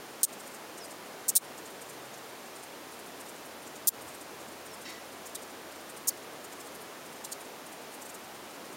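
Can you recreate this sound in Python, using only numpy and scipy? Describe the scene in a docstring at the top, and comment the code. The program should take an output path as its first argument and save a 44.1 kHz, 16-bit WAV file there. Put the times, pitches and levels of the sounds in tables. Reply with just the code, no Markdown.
"""A grasshopper on a dead branch, close to the microphone, flicks a hind leg against its wing:
each click is a run of five to seven tiny rasps. Farther out, other insects tick, a small bird chirps
now and then, and something calls harshly once, far off. Behind lie the rush of open country and a faint
engine drone; one puff of wind touches the microphone. The mono recorder turns its gain down after the
loudest clicks."""
import sys
import numpy as np
from scipy import signal
from scipy.fft import rfft, irfft, next_fast_len
from scipy.io import wavfile
from scipy.ndimage import uniform_filter1d

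SR = 44100
rng = np.random.default_rng(int(sys.argv[2]) if len(sys.argv) > 2 else 0)


def bounce(signal):
    """Save signal as a 16-bit WAV file at the path given by the first command-line argument."""
    frames = np.transpose(np.atleast_2d(signal))
    limited = np.clip(frames, -1, 1)
    pcm = np.round(limited * 32767).astype(np.int16)
    wavfile.write(sys.argv[1], SR, pcm)


N = 386316
TIME = np.arange(N) / SR

# colour of the outdoor rush: (frequency [Hz], relative level [dB])
AIR_COLOUR = [(20, -35.5), (45, -25), (65, -27), (100, -16.5), (160, -8.5), (260, -1), (420, 0.5),
              (700, -1.16), (1200, -5), (2200, -9.5), (4000, -14), (7500, -17), (11000, -19.5),
              (15500, -22)]
# slow course of its rumble: (time [s], relative level [dB])
RUMBLE_LEVELS = [(0.0, -50), (0.36, -49), (0.83, -48.5), (2.27, -50.5), (3.71, -49.5), (3.9, -50),
                 (4.37, -49.5), (5.78, -50), (8.44, -49), (8.76, -46.5)]
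# far engine tones, each swelling once:
# (pitch [Hz], resting level [dB], swell time [s], swell half length [s], swell height [dB])
ENGINE_TONES = [(86.65, -76, 5.002, 0.69, 5.5), (126.2, -77, 2.005, 0.293, 10),
                (149.2, -74.5, 6.52, 0.278, 4)]
# what a wing radiates, close up and from afar: (frequency [Hz], relative level [dB])
NEAR_WING_COLOUR = [(2000, -16), (3000, -8), (3900, -7.5), (5000, -8), (6500, -1), (8800, 1.5), (10500, -1),
                    (13000, -1.5), (15500, -4)]
FAR_WING_COLOUR = [(2000, -29), (4000, -12.5), (6000, -6), (7400, -1), (8800, -1), (10500, -3.5),
                   (13000, -4.5), (15500, -10.5)]
# the grasshopper's leg strokes: (start [s], length [s], level [dB], hardest point [0-1], first peg [dB],
# last peg [dB], blur [0-1], low edge [Hz], strongest resonance [Hz], treble tilt [dB/octave])
LEG_STROKES = [(0.2328, .0164, -14.5, 0.43, 3, -3, 0, 3700, 9130, 0),
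               (1.2829, 0.01905, -18, 0.51, -5.5, -8.5, 1, 4560, 7550, -1.5),
               (1.3540, 0.02454, -11.5, 0.69, -7.5, -6.5, 0.94, 3700, 8710, 1),
               (3.8735, .0158, -15, 0.38, 1.5, 0.5, 0.12, 3750, 14200, 1),
               (5.3483, 0.0137, -30, .48, -10.5, -11, .55, 3850, 8600, -4.5),
               (6.0739, .0188, -19.5, 0.69, -6, -3.5, 0.98, 4750, 6360, 0),
               (7.2420, 0.0149, -33, .5, -9.5, -7.5, 0.52, 3640, 7470, -4.5),
               (7.3151, 0.0159, -31.5, .5, -11.5, -4.5, 0.67, 3650, 7960, -3.5)]
# runs of ticks from insects farther out: (start [s], ticks [count], gap [s], relative level [dB],
# strongest resonance [Hz], treble tilt [dB/octave])
FAR_TICK_RUNS = [(.334, 4, .071, -50, 8200, -2.5), (.784, 3, 0.0655, -49.5, 8400, -5),
                 (1.583, 2, 0.079, -50.5, 7500, -3), (1.822, 2, 0.0794, -49.5, 8180, -2),
                 (2.144, 1, 0, -52.5, 6200, -9), (2.565, 2, .071, -50, 8800, -3),
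                 (2.924, 3, .073, -54.5, 10000, 0.5), (3.21, 2, 0.084, -49, 8300, -1.5),
                 (3.461, 1, 0, -52.5, 9900, 2.5), (3.674, 2, 0.089, -51, 7400, -7),
                 (4.021, 4, 0.065, -51, 8600, -1), (4.665, 4, 0.078, -52, 8700, -1),
                 (5.268, 1, 0, -46.5, 6870, -1.5), (5.428, 1, 0, -51.5, 8400, -4),
                 (5.901, 2, 0.072, -49, 9030, -1.5), (6.449, 3, 0.0798, -49.5, 7720, -1.5),
                 (6.67, 1, 0, -54.5, 8800, 1), (6.755, 2, 0.065, -50.5, 9500, 6),
                 (7.063, 2, .067, -54.5, 7700, -1), (7.413, 1, 0, -51, 9200, 0.5),
                 (7.668, 2, .063, -52.5, 8600, -1.5), (7.947, 1, 0, -50, 9500, 3),
                 (8.024, 2, .075, -48, 7360, -2), (8.061, 2, 0.0885, -48.5, 8000, -0.5),
                 (8.659, 2, 0.073, -55, 8900, -3)]
# the bird's falling notes: (start [s], length [s], level [dB], first pitch [Hz], last pitch [Hz],
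# bend [+ drops early, - drops late])
BIRD_NOTES = [(.774, .025, -51.5, 7300, 5200, -0.5), (0.798, 0.065, -48, 6100, 4780, 3.0),
              (4.676, .013, -55.5, 6600, 5500, -1.0), (4.697, .062, -54, 6000, 5200, 3),
              (6.6, 0.0335, -57, 5500, 5200, 4)]
# a low wing mode left ringing: (time [s], level [dB], half length [s], pitch [Hz], glide [Hz/s])
RINGING_MODES = [(1.3745, -30.5, 0.0039, 4042, -45000), (5.361, -43.5, 0.0024, 3870, -70000),
                 (6.1065, -44.5, 0.0026, 4550, -40000), (7.253, -47, 0.00186, 4050, -30000),
                 (7.33, -42.5, 0.0026, 4500, 70000)]
# colour of wind on the microphone: (frequency [Hz], relative level [dB])
WIND_COLOUR = [(20, -30), (55, -11), (90, -2), (130, -5.5), (250, -26)]
# resonances of the harsh call: (frequency [Hz], width [Hz], relative level [dB])
CALL_RESONANCES = [(1956, 69, 0.5), (2230, 117, -6.5), (2590, 180, -8), (3150, 147, -10.5),
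                   (3803, 130, -7.5), (4550, 237, -9), (5474, 91, -4.5), (6490, 120, -11), (7300, 250, -15)]


def from_db(db):
    """Decibels to gain."""
    return 10 ** (np.asarray(db) / 20)


def unit_rms(x):
    """Scale to an rms of 1."""
    return x / np.sqrt(np.mean(x ** 2) + 1e-20)


def bell(x, width):
    """A smooth hump of height 1."""
    return np.exp(-.5 * (x / width) ** 2)


def colour_db(colour, hz):
    """A spectrum in dB, read on a log-frequency axis."""
    freqs, db = np.transpose(colour)
    return np.interp(np.log(hz + 1), np.log(freqs), db)


def noise(colour):
    """Steady noise of a given colour, rms 1."""
    size = next_fast_len(N)
    hz = np.arange(size // 2 + 1) * SR / size
    spectrum = rfft(rng.standard_normal(size)) * from_db(colour_db(colour, hz))
    return unit_rms(irfft(spectrum, size)[:N])


def drift(per_s):
    """Slow random wander with a spread of about 1."""
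    knots = rng.standard_normal(2048)
    return np.interp(TIME * per_s, np.arange(len(knots)), knots)


def resonance(x, hz, width_hz):
    """Two-pole resonance with gain 1 at its peak."""
    radius = np.exp(-np.pi * width_hz / SR)
    feedback = [1, -2 * radius * np.cos(2 * np.pi * hz / SR), radius ** 2]
    return signal.lfilter(np.array([1, 0, -1]) * (1 - radius ** 2) / 2, feedback, x)


def centred_time(size=2048):
    """A short time axis in seconds, centred on zero."""
    return (np.arange(size) - size // 2) / SR


def add(out, sound, centre_s):
    """Mix a short sound into out, centred on a moment."""
    at = round(centre_s * SR) - len(sound) // 2 + np.arange(len(sound))
    inside = (at >= 0) & (at < N)
    out[at[inside]] += sound[inside]


def open_air(rumble_trim_db=-2.5, waver_db=0.32, hiss_db=-46.5, split_hz=450):
    """The broad, distant rush: a gently wavering rumble under a steady hiss."""
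    lows = signal.butter(2, split_hz, "low", fs=SR, output="sos")
    highs = signal.butter(2, split_hz, "high", fs=SR, output="sos")
    rumble = unit_rms(signal.sosfilt(lows, noise(AIR_COLOUR)))
    hiss = unit_rms(signal.sosfilt(highs, noise(AIR_COLOUR)))
    rumble_db = np.interp(TIME, *np.transpose(RUMBLE_LEVELS)) + rumble_trim_db
    return from_db(rumble_db + waver_db * drift(per_s=3.03)) * rumble + from_db(hiss_db) * hiss


def engine_drone(wander_hz=0.682, fade_db=2.0):
    """Low engine tones fade in and out on their long way to the microphone."""
    out = np.zeros(N)
    for hz, rest_db, swell_s, half_s, swell_db in ENGINE_TONES:
        level_db = rest_db + swell_db * bell(TIME - swell_s, half_s)
        phase = 2 * np.pi * np.cumsum(hz + wander_hz * drift(per_s=2.93)) / SR
        out += np.sqrt(2) * from_db(level_db + fade_db * drift(per_s=4.3)) * np.sin(phase)
    return out


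def rasp(pressure, wing, low_hz, peak_hz, tilt_db, peak_db, peak_width_hz):
    """Friction under a pressure pulse shakes a wing: one resonance leads, little sounds below low_hz."""
    size = len(pressure)
    hz = np.arange(size // 2 + 1) * SR / size
    treble_octaves = np.log2(np.maximum(hz, 4500) / 9000)
    wing_db = colour_db(wing, hz) + tilt_db * treble_octaves + peak_db * bell(hz - peak_hz, peak_width_hz)
    low_cut = 1 / np.sqrt(1 + (low_hz / (hz + 1)) ** 11)
    slips = rfft(pressure * rng.choice([-1, 1], size))
    # the slips are so brief that they feed all broad bands alike
    slips /= np.sqrt(uniform_filter1d(np.abs(slips) ** 2, size=90) + 1e-12)
    radiated = irfft(slips * from_db(wing_db) * low_cut)
    return unit_rms(radiated) * np.sqrt(np.mean(pressure ** 2))


def peg_pressure(along, blur, stretch, first_s=0.00058, last_s=0.001895, blur_s=0.000804):
    """One peg grips and leaves a faint tail; along the stroke (0-1) grips lengthen as the leg slows."""
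    t = centred_time()
    half_s = stretch * (first_s + (last_s - first_s) * along ** 4.06 + blur_s * blur * np.sin(np.pi * along))
    grip = np.exp(-.5 * np.abs(t / half_s) ** 2.5) / np.sqrt(stretch)   # a briefer grip is sharper
    tail = from_db(-16) * (t > 0) * np.exp(-np.abs(t) / 0.0015)
    return np.maximum(grip, tail)


def grasshopper(peg_gap_s=.0039, scatter_octaves=0.183, stretch_octaves=0.245, thin_octaves=0.4):
    """Close up, a leg drags pegs over the wing: the first snap singly, the last blur into a scrape."""
    out = np.zeros(N)
    for start, length_s, level_db, hardest, first_db, last_db, blur, low_hz, hz, tilt_db in LEG_STROKES:
        for along in np.linspace(0, 1, round(length_s / peg_gap_s) + 1):
            peak_hz = hz * 2 ** (scatter_octaves * rng.uniform(-1.04, 1))
            stretch = 2 ** (stretch_octaves * rng.uniform(-1.04, 1))
            edge_hz = low_hz * 2 ** (thin_octaves * (along == 0))   # the first peg sounds thinner
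            press_db = np.interp(along, [0, hardest, 1], [first_db, 0, last_db])
            strike = rasp(peg_pressure(along, blur, stretch), NEAR_WING_COLOUR, edge_hz, peak_hz,
                          tilt_db, peak_db=6.0, peak_width_hz=556)
            add(out, from_db(level_db + press_db) * strike, start + along * length_s)
    return out


def far_tick(hz, tilt_db, peg_gap_s=0.004035, half_s=0.00717, depth=0.86):
    """A leg stroke from afar: the pegs ripple under one short swell."""
    t = centred_time()
    pegs = 1 + depth * np.cos(2 * np.pi * (t / peg_gap_s + rng.random()))
    return rasp(bell(t, half_s) * pegs, FAR_WING_COLOUR, low_hz=4200, peak_hz=hz,
                tilt_db=tilt_db, peak_db=5.0, peak_width_hz=720)


def other_insects(lift_db=1.5, uneven_db=0.68, faint_db=-58, faint_count=55):
    """Farther out, short runs of about fourteen ticks a second, and a scatter of barely audible ones."""
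    out = np.zeros(N)
    for start, ticks, gap_s, level_db, hz, tilt_db in FAR_TICK_RUNS:
        for k in range(ticks):
            tick_db = level_db + lift_db + uneven_db * rng.uniform(-0.89, 1)
            add(out, from_db(tick_db) * far_tick(hz, tilt_db), start + k * gap_s)
    for when, strength, pitch in rng.random((faint_count, 3)):
        tick = far_tick(7000 + 2500 * pitch, tilt_db=-2.5)
        add(out, from_db(faint_db + 3.9 * strength) * tick, when * TIME[-1])
    return out


def small_bird():
    """Thin whistled notes that swell and fade as their pitch falls."""
    out = np.zeros(N)
    for start, length_s, level_db, first_hz, last_hz, bend in BIRD_NOTES:
        along = np.clip((TIME - start) / length_s, 0, 1)
        hz = first_hz + (last_hz - first_hz) * np.expm1(-bend * along) / np.expm1(-bend)
        swell = 2 * np.sqrt(along * (1 - along))
        out += from_db(level_db) * swell * np.sin(2 * np.pi * np.cumsum(hz) / SR)
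    return out


def wing_rings(rough_rad=0.65):
    """Some strokes leave the near wing ringing: a brief, scratchy tone that slides as the wing relaxes."""
    out, t = np.zeros(N), centred_time()
    for centre_s, level_db, half_s, hz, glide in RINGING_MODES:
        jitter = rough_rad * unit_rms(uniform_filter1d(rng.standard_normal(len(t)), size=40))
        tone = np.sin(2 * np.pi * (hz * t + .5 * glide * t ** 2) + jitter)
        add(out, np.sqrt(2) * from_db(level_db) * bell(t, half_s) * tone, centre_s)
    return out


def wind_puff(centre_s=4.03, half_s=.08, level_db=-61.5):
    """One soft, low puff of wind on the microphone."""
    return from_db(level_db) * bell(TIME - centre_s, half_s) * noise(WIND_COLOUR)


def harsh_call(peak_s=4.855, level_db=-44.5, hold_s=0.0388, rise_db_per_s=1600, decay_db_per_s=123.5):
    """Far off, a noisy squawk through fixed resonances, dying away with distance."""
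    breath = rng.standard_normal(N)
    voice = sum((-1) ** k * from_db(db) * resonance(breath, hz, width_hz)
                for k, (hz, width_hz, db) in enumerate(CALL_RESONANCES))
    t = TIME - peak_s
    fade_db = rise_db_per_s * np.maximum(-t, 0) + decay_db_per_s * np.maximum(t - hold_s, 0)
    return from_db(level_db - np.minimum(fade_db, 100)) * unit_rms(voice)


def ground_scatter(x, wet_db=-13.0, t60_s=0.0476):
    """Stones and branches throw back a brief, faint smear."""
    t = np.arange(SR // 10) / SR
    echoes = rng.standard_normal(len(t)) * from_db(-60 * t / t60_s)
    echoes /= np.sqrt(np.sum(echoes ** 2))
    return x + from_db(wet_db) * signal.fftconvolve(x, echoes)[:N]


def scene():
    """All sources at one microphone by the branch, the same on both channels."""
    insects = ground_scatter(grasshopper() + wing_rings() + other_insects())
    mono = insects + small_bird() + harsh_call() + open_air() + wind_puff() + engine_drone()
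    return np.array([mono, mono])


def gain_control(x, threshold_db=-22.5, steepness=6.8, depth_db=8.5,
                 window_s=0.0206, react_s=0.0018, release_db_per_s=290):
    """When the last few hundredths of a second were too loud, the recorder's gain drops, then recovers."""
    size = int(window_s * SR)
    power = signal.fftconvolve(x[0] ** 2, np.ones(size) / size)[:N]
    excess_db = 10 * np.log10(np.abs(power) + 1e-12) - threshold_db
    cut_db = np.clip(steepness * excess_db, 0, depth_db)
    delayed_db = np.interp(TIME - react_s, TIME, cut_db)
    release_db = release_db_per_s * TIME
    held_db = np.maximum.accumulate(delayed_db + release_db) - release_db
    smooth_db = signal.lfilter([.005], [1, -.995], held_db)   # eased over about 4.5 ms
    return x * from_db(-smooth_db)


def record(dry, ceiling=0.77, notch_hz=7875, cutoff_hz=15820):
    """The recorder: gain control, rounded peaks, a narrow notch in the treble and a steep top cut."""
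    rounded = ceiling * np.tanh(gain_control(dry) / ceiling)
    notched = signal.lfilter(*signal.iirnotch(notch_hz, Q=45, fs=SR), rounded)
    return signal.sosfilt(signal.ellip(10, .2, 70, cutoff_hz, fs=SR, output="sos"), notched)


dry = scene()
out = record(dry)
bounce(out)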